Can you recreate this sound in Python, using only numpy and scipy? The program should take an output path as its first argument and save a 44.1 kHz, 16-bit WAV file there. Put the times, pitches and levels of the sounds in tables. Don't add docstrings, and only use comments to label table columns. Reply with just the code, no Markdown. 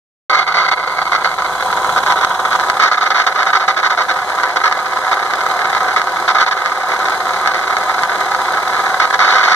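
import sys
import numpy as np
from scipy import signal
from scipy.fft import rfft, irfft, next_fast_len
from scipy.io import wavfile
from scipy.ndimage import uniform_filter1d, map_coordinates

SR = 44100
rng = np.random.default_rng(int(sys.argv[2]) if len(sys.argv) > 2 else 0)


def pcm_store(signal):
    levels = np.round(np.clip(np.atleast_2d(signal), -1, 1) * 32767)
    wavfile.write(sys.argv[1], SR, levels.astype(np.int16).T)


N = 421155
TIME = np.arange(N) / SR
SIZE = next_fast_len(N + 8192)
SIZE += SIZE % 2
FREQ = np.maximum(np.arange(SIZE // 2 + 1) * SR / SIZE, 1)


def undb(db):
    return 10 ** (np.asarray(db) / 20)


def curve(rows):
    return np.interp(TIME, *np.transpose(rows))


def spectrum(rows):
    hz, value = np.transpose(rows)
    return np.interp(np.log(FREQ), np.log(hz), value)


def causal(db):
    cepstrum = irfft(np.log(undb(db)))
    cepstrum[1:SIZE // 2] *= 2
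    cepstrum[SIZE // 2 + 1:] = 0
    return np.exp(rfft(cepstrum))


def filtered(x, response):
    return irfft(rfft(x, SIZE) * response)[..., :N]


def walk(per_s):
    steps = rng.standard_normal(4096)
    wander = map_coordinates(steps, [TIME[::50] * per_s], order=3, mode="wrap")
    return np.interp(TIME, TIME[::50], wander)


def cycles(hz, wander):
    return np.cumsum(hz * (1 + wander * walk(3))) / SR


def clicks(per_s, spread_db):
    x = (rng.random(N) < per_s / SR) * undb(spread_db * rng.uniform(-1.63, 1, N))
    x *= rng.choice([-1, 1], N) / np.sqrt(per_s)
    return x / np.std(x)


# f/Hz, phase lag of the right port/rad
PORT_LAG = [(250, -.8), (420, -.35), (700, -.08), (1520, 0), (1650, .8), (2050, 1.9), (2600, 3.1),
            (3000, 5.1), (3500, 6.4), (4200, 7.9), (4600, 9.2), (5600, 11.3)]
# f/Hz, level/dB re the direct sound
SCATTER = [(600, -13), (1200, -16), (1800, -2), (4000, -2.5), (5500, -2.5), (9000, 17)]

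def ports(x, pan, scatter_s):
    side = np.array([[.5], [-.5]])
    tail = rng.standard_normal((2, 2048)) * np.exp(-TIME[:2048] / scatter_s)
    tail = rfft(tail / np.sqrt(np.sum(tail ** 2, axis=1, keepdims=True)), SIZE)
    tail /= np.abs(tail) ** .8
    share = undb(spectrum(SCATTER))
    direct = np.exp(1j * side * spectrum(PORT_LAG))
    response = (direct + share * tail) / np.sqrt(1 + share ** 2)
    return filtered(x, response * undb(side * spectrum(pan)))


def burst(start, db, hold, attack_s=.00067, release_s=.005):
    power = np.zeros(N)
    span = slice(*np.searchsorted(TIME, [start, start + hold + 10 * release_s]))
    age = TIME[span] - start
    rise = 1 - np.exp(-age / attack_s)
    decay = np.exp(-np.maximum(age - hold, 0) / release_s)
    power[span] = undb(db) ** 2 * rise * decay
    return power


# t/s, level/dB, hold/s
BURSTS = [(0.291, -14.5, 0.037), (0.328, -9, 0.1), (0.463, -13, 0.062), (.54, -9.5, .12), (.677, -8, 0.011),
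          (0.712, -8, 0.014), (1.115, -12.5, .028), (1.245, -8, 0.02), (1.96, -10.5, 0.033),
          (2.061, -10, 0.063), (2.157, -8.5, .035), (2.209, -10.5, 0.032), (2.508, -10, 0.057),
          (2.798, -2.5, 0.084), (2.913, -3.5, 0.034), (2.972, -7, .014), (3.008, -5, 0.034),
          (3.059, -3.5, 0.014), (3.102, -2.5, 0.013), (3.144, -4, .075), (3.265, -1, .012),
          (3.345, -10.5, 0.086), (3.462, -9.5, .042), (3.529, -5, 0.044), (3.597, -7.5, 0.03),
          (3.678, -3, 0.032), (3.763, -7.5, 0.029), (3.829, -4, 0.04), (3.896, -7, 0.037),
          (3.973, -6.5, 0.046), (4.083, -8, 0.035), (4.559, -7.5, 0.02), (4.637, -6.5, 0.041),
          (5.113, -8.5, 0.029), (5.961, -6, 0.024), (6.278, -5.5, 0.033), (6.344, -6, 0.032),
          (6.384, -4, 0.052), (6.463, -6, 0.019), (6.51, -5, 0.019), (8.997, -5, 0.053), (9.126, -6, 0.021),
          (9.191, -3, .36)]
# t/s, level/dB
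LOOSENESS = [(.3, -15), (1.2, -13), (1.5, -16), (2.3, -10.5), (2.8, -15), (3.3, -8.5), (4.25, -13),
             (4.55, -8.5), (4.9, -12.5), (5.85, -10.5), (6.1, -13), (6.6, -9), (7.07, -10.5), (7.2, -15.5),
             (7.55, -7), (7.9, -12), (8.6, -12), (9.55, -8)]

def rattle_power(knocks_per_s=28, chatter_db=-6.5, catch_s=.016, catch_db=-13.5):
    chance = rng.random((int(TIME[-1] * knocks_per_s), 3))
    knocks = sum(burst((k + late) / knocks_per_s, db=-.45 + 2.5 * (2 * size - 1), hold=.01 * length)
                 for k, (late, size, length) in enumerate(chance))
    light = (knocks + undb(chatter_db) ** 2) * undb(curve(LOOSENESS)) ** 2
    for start, _, _ in BURSTS:
        light[slice(*np.searchsorted(TIME, [start - catch_s, start]))] *= undb(catch_db) ** 2
    hard = sum(burst(*row) for row in BURSTS)
    flutter = undb(1.5 * walk(per_s=220))
    return (light + hard) * flutter ** 2


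# f/Hz, level/dB
BEARING_SPECTRUM = [(50, -86), (150, -63.5), (480, -48.5), (750, -50), (1250, -34.5), (1750, -33),
                    (2200, -46.5), (2700, -50.5), (3300, -49.5), (4200, -42.5), (4900, -49.5),
                    (5900, -54.5), (8000, -75), (14000, -86.5)]
# f/Hz, left minus right level/dB
BEARING_PAN = [(380, 7), (750, -1.5), (1400, -3.5), (2400, -2.5), (4400, -2), (8000, 11.5)]

def bearing(ball_pass_hz=105.3):
    power = rattle_power()
    force = np.sqrt(power) / undb(-10)
    pit = 1.3 + np.exp(-(cycles(ball_pass_hz, wander=.004) % 1) / .4)
    pit /= np.sqrt(np.mean(pit ** 2))
    impacts = clicks(per_s=2200 * force ** 1.2, spread_db=5) * pit * np.sqrt(power)
    bass = filtered(impacts, spectrum([(600, 1), (1700, 0)]))
    treble = filtered(impacts, spectrum([(1700, 0), (4000, 1)]))
    middle = impacts - bass - treble
    blows = bass * force ** -.3 + middle * force ** .027 + treble * force ** .5 + clacks(power, force)
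    sound = filtered(blows, causal(spectrum(BEARING_SPECTRUM))) * np.sqrt(SR / 2)
    return ports(sound, BEARING_PAN, scatter_s=.0045)


# level/dB of harmonics 1, 2, 3 ...
HUM_DB = [-50, -52, -57.5, -59, -55, -56]
# f/Hz, level/dB
WHIR_SPECTRUM = [(25, -89), (60, -82), (110, -75), (170, -67), (260, -68), (370, -60), (720, -61.5),
                 (1050, -53), (1900, -61), (2600, -70.5), (4000, -61), (6500, -68), (10000, -78),
                 (13000, -82.5), (15000, -89.5)]
# f/Hz, share of power incoherent between the ports
ENGINE_WIDTH = [(200, 0.47), (450, 0.03), (1200, 0), (2000, 0), (6000, 0.82)]
# t/s, level/dB
ENGINE_LEVEL = [(.3, -10), (1, -6.5), (2, 0.5), (3.9, -1), (5.3, 0), (9.55, 1.5)]
# f/Hz, left minus right level/dB
ENGINE_PAN = [(100, 8.5), (380, 5), (750, 2), (2400, 0), (4400, 1.5), (8000, 8), (15000, 15.5)]

def engine(firing_hz=37.9, accessory_hz=97):
    firings = cycles(firing_hz, wander=.003)
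    hum = sum(undb(db + 1.1 * walk(4.8)) * np.sin(2 * np.pi * (k * firings + rng.random()))
              for k, db in enumerate(HUM_DB, 1))
    accessory = undb(-53 + 1.8 * walk(8.7)) * np.sin(2 * np.pi * cycles(accessory_hz, wander=.0092))
    number = firings.astype(int)
    tick_db = 2.5 * (number % 2) + 2 * rng.standard_normal(1024)[number]
    valves = undb(tick_db) * np.exp(-(firings % 1) / .16)
    belt = undb(-4.5 + .6 * walk(25))
    hiss = np.hypot(valves, belt) * rng.standard_normal((3, N))
    hiss /= np.std(hiss)
    apart = np.clip(spectrum(ENGINE_WIDTH), 0, 1)
    spread = filtered(hiss[0], np.sqrt(1 - apart)) + filtered(hiss[1:], np.sqrt(apart))
    whir = filtered(spread, causal(spectrum(WHIR_SPECTRUM))) * np.sqrt(SR / 2)
    sound = (whir + np.sqrt(2) * (hum + accessory)) * undb(curve(ENGINE_LEVEL))
    return ports(sound, ENGINE_PAN, scatter_s=.0035)


# t/s, level/dB
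CLACKS = [(1.7279, -4.5), (2.1228, 4.5), (2.2478, 6.5), (2.5979, -1.5), (2.6996, 5), (2.795, -8),
          (3.4311, 3), (4.4346, 0.5), (4.7254, 4), (5.3367, -0.5), (5.7498, -1.5), (6.017, 1), (6.575, -4),
          (6.6598, 3.5), (7.085, -2), (7.4745, 4), (7.7682, 0.5), (8.0347, 2.5), (8.1582, -5), (8.3482, -1)]
# f/Hz, level/dB
CLACK_TILT = [(300, -10.5), (1500, -0.5), (5500, 2)]

def clacks(power, force):
    blows = clicks(per_s=40 * force, spread_db=2.5) * np.sqrt(power) * undb(-8)
    for at, db in CLACKS:
        blows[int(at * SR)] += undb(db) * np.sqrt(.002 * SR)
    return filtered(blows, causal(spectrum(CLACK_TILT)))


# t/s, place (0 above the engine, 1 by the valve cover, 2 at the pulley)
PHONE_PATH = [(1, 0.88), (1.6, 0.96), (2.5, 1.007), (2.85, 2.37)]
# f/Hz, bandwidth/Hz, level/dB at places 0, 1 and 2
BAY_MODES = [(45, 86, 15, -2.5, -5), (177.6, 76, 24, 5, 3), (378, 74, -36, 4, 6.5), (518, 31, 8, 12, 11.5),
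             (612, 42, 16, 5, 6.5), (750, 137.6, -15, 17, 19), (988, 130, 19, 12, 9.5),
             (1096, 62, 10, 1, 0.5), (1261, 129, 17, 5, 8), (1531, 37, 0, 4.5, 7), (1698, 46, -9, -4.5, 6),
             (2104, 405, 29, -0.5, 7.5), (3370, 89, -22, 7, 1.5), (3987, 83, 6, 9, 4.5),
             (4500, 1270, 19, -9, -3.5)]

def engine_bay(sound):
    place, out = curve(PHONE_PATH), 0
    for k in range(3):
        peaks_db = sum(dbs[k] / (1 + (2 * (FREQ - hz) / width) ** 2) for hz, width, *dbs in BAY_MODES)
        nearness = np.maximum(1 - np.abs(place - k), 0)
        out = out + nearness * filtered(sound, causal(peaks_db))
    return out


def scene():
    return engine_bay(bearing() + engine())


def gain_control(x, threshold_db, ratio, attack_s, release_db_per_s):
    power = uniform_filter1d(np.mean(x ** 2, axis=0), size=551, origin=275)
    level_db = 10 * np.log10(np.maximum(power, 1e-12))
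    held_db = np.maximum.accumulate(level_db + release_db_per_s * TIME) - release_db_per_s * TIME
    cut_db = (1 - 1 / ratio) * np.maximum(held_db - threshold_db, 0)
    pole = np.exp(-1 / (attack_s * SR))
    return x * undb(-signal.lfilter([1 - pole], [1, -pole], cut_db))


def record(dry, start_s=.296, cutoff_hz=15300):
    wet = gain_control(dry, threshold_db=-11.5, ratio=2.24, attack_s=.003, release_db_per_s=13.5)
    rounded = wet / (1 + wet ** 6) ** (1 / 6)
    fade_in = np.clip((TIME - start_s) / .002, 0, 1)
    lowpass = signal.ellip(10, .1, 85, cutoff_hz, fs=SR, output="sos")
    return signal.sosfilt(lowpass, rounded * fade_in)


dry = scene()
out = record(dry)
pcm_store(out)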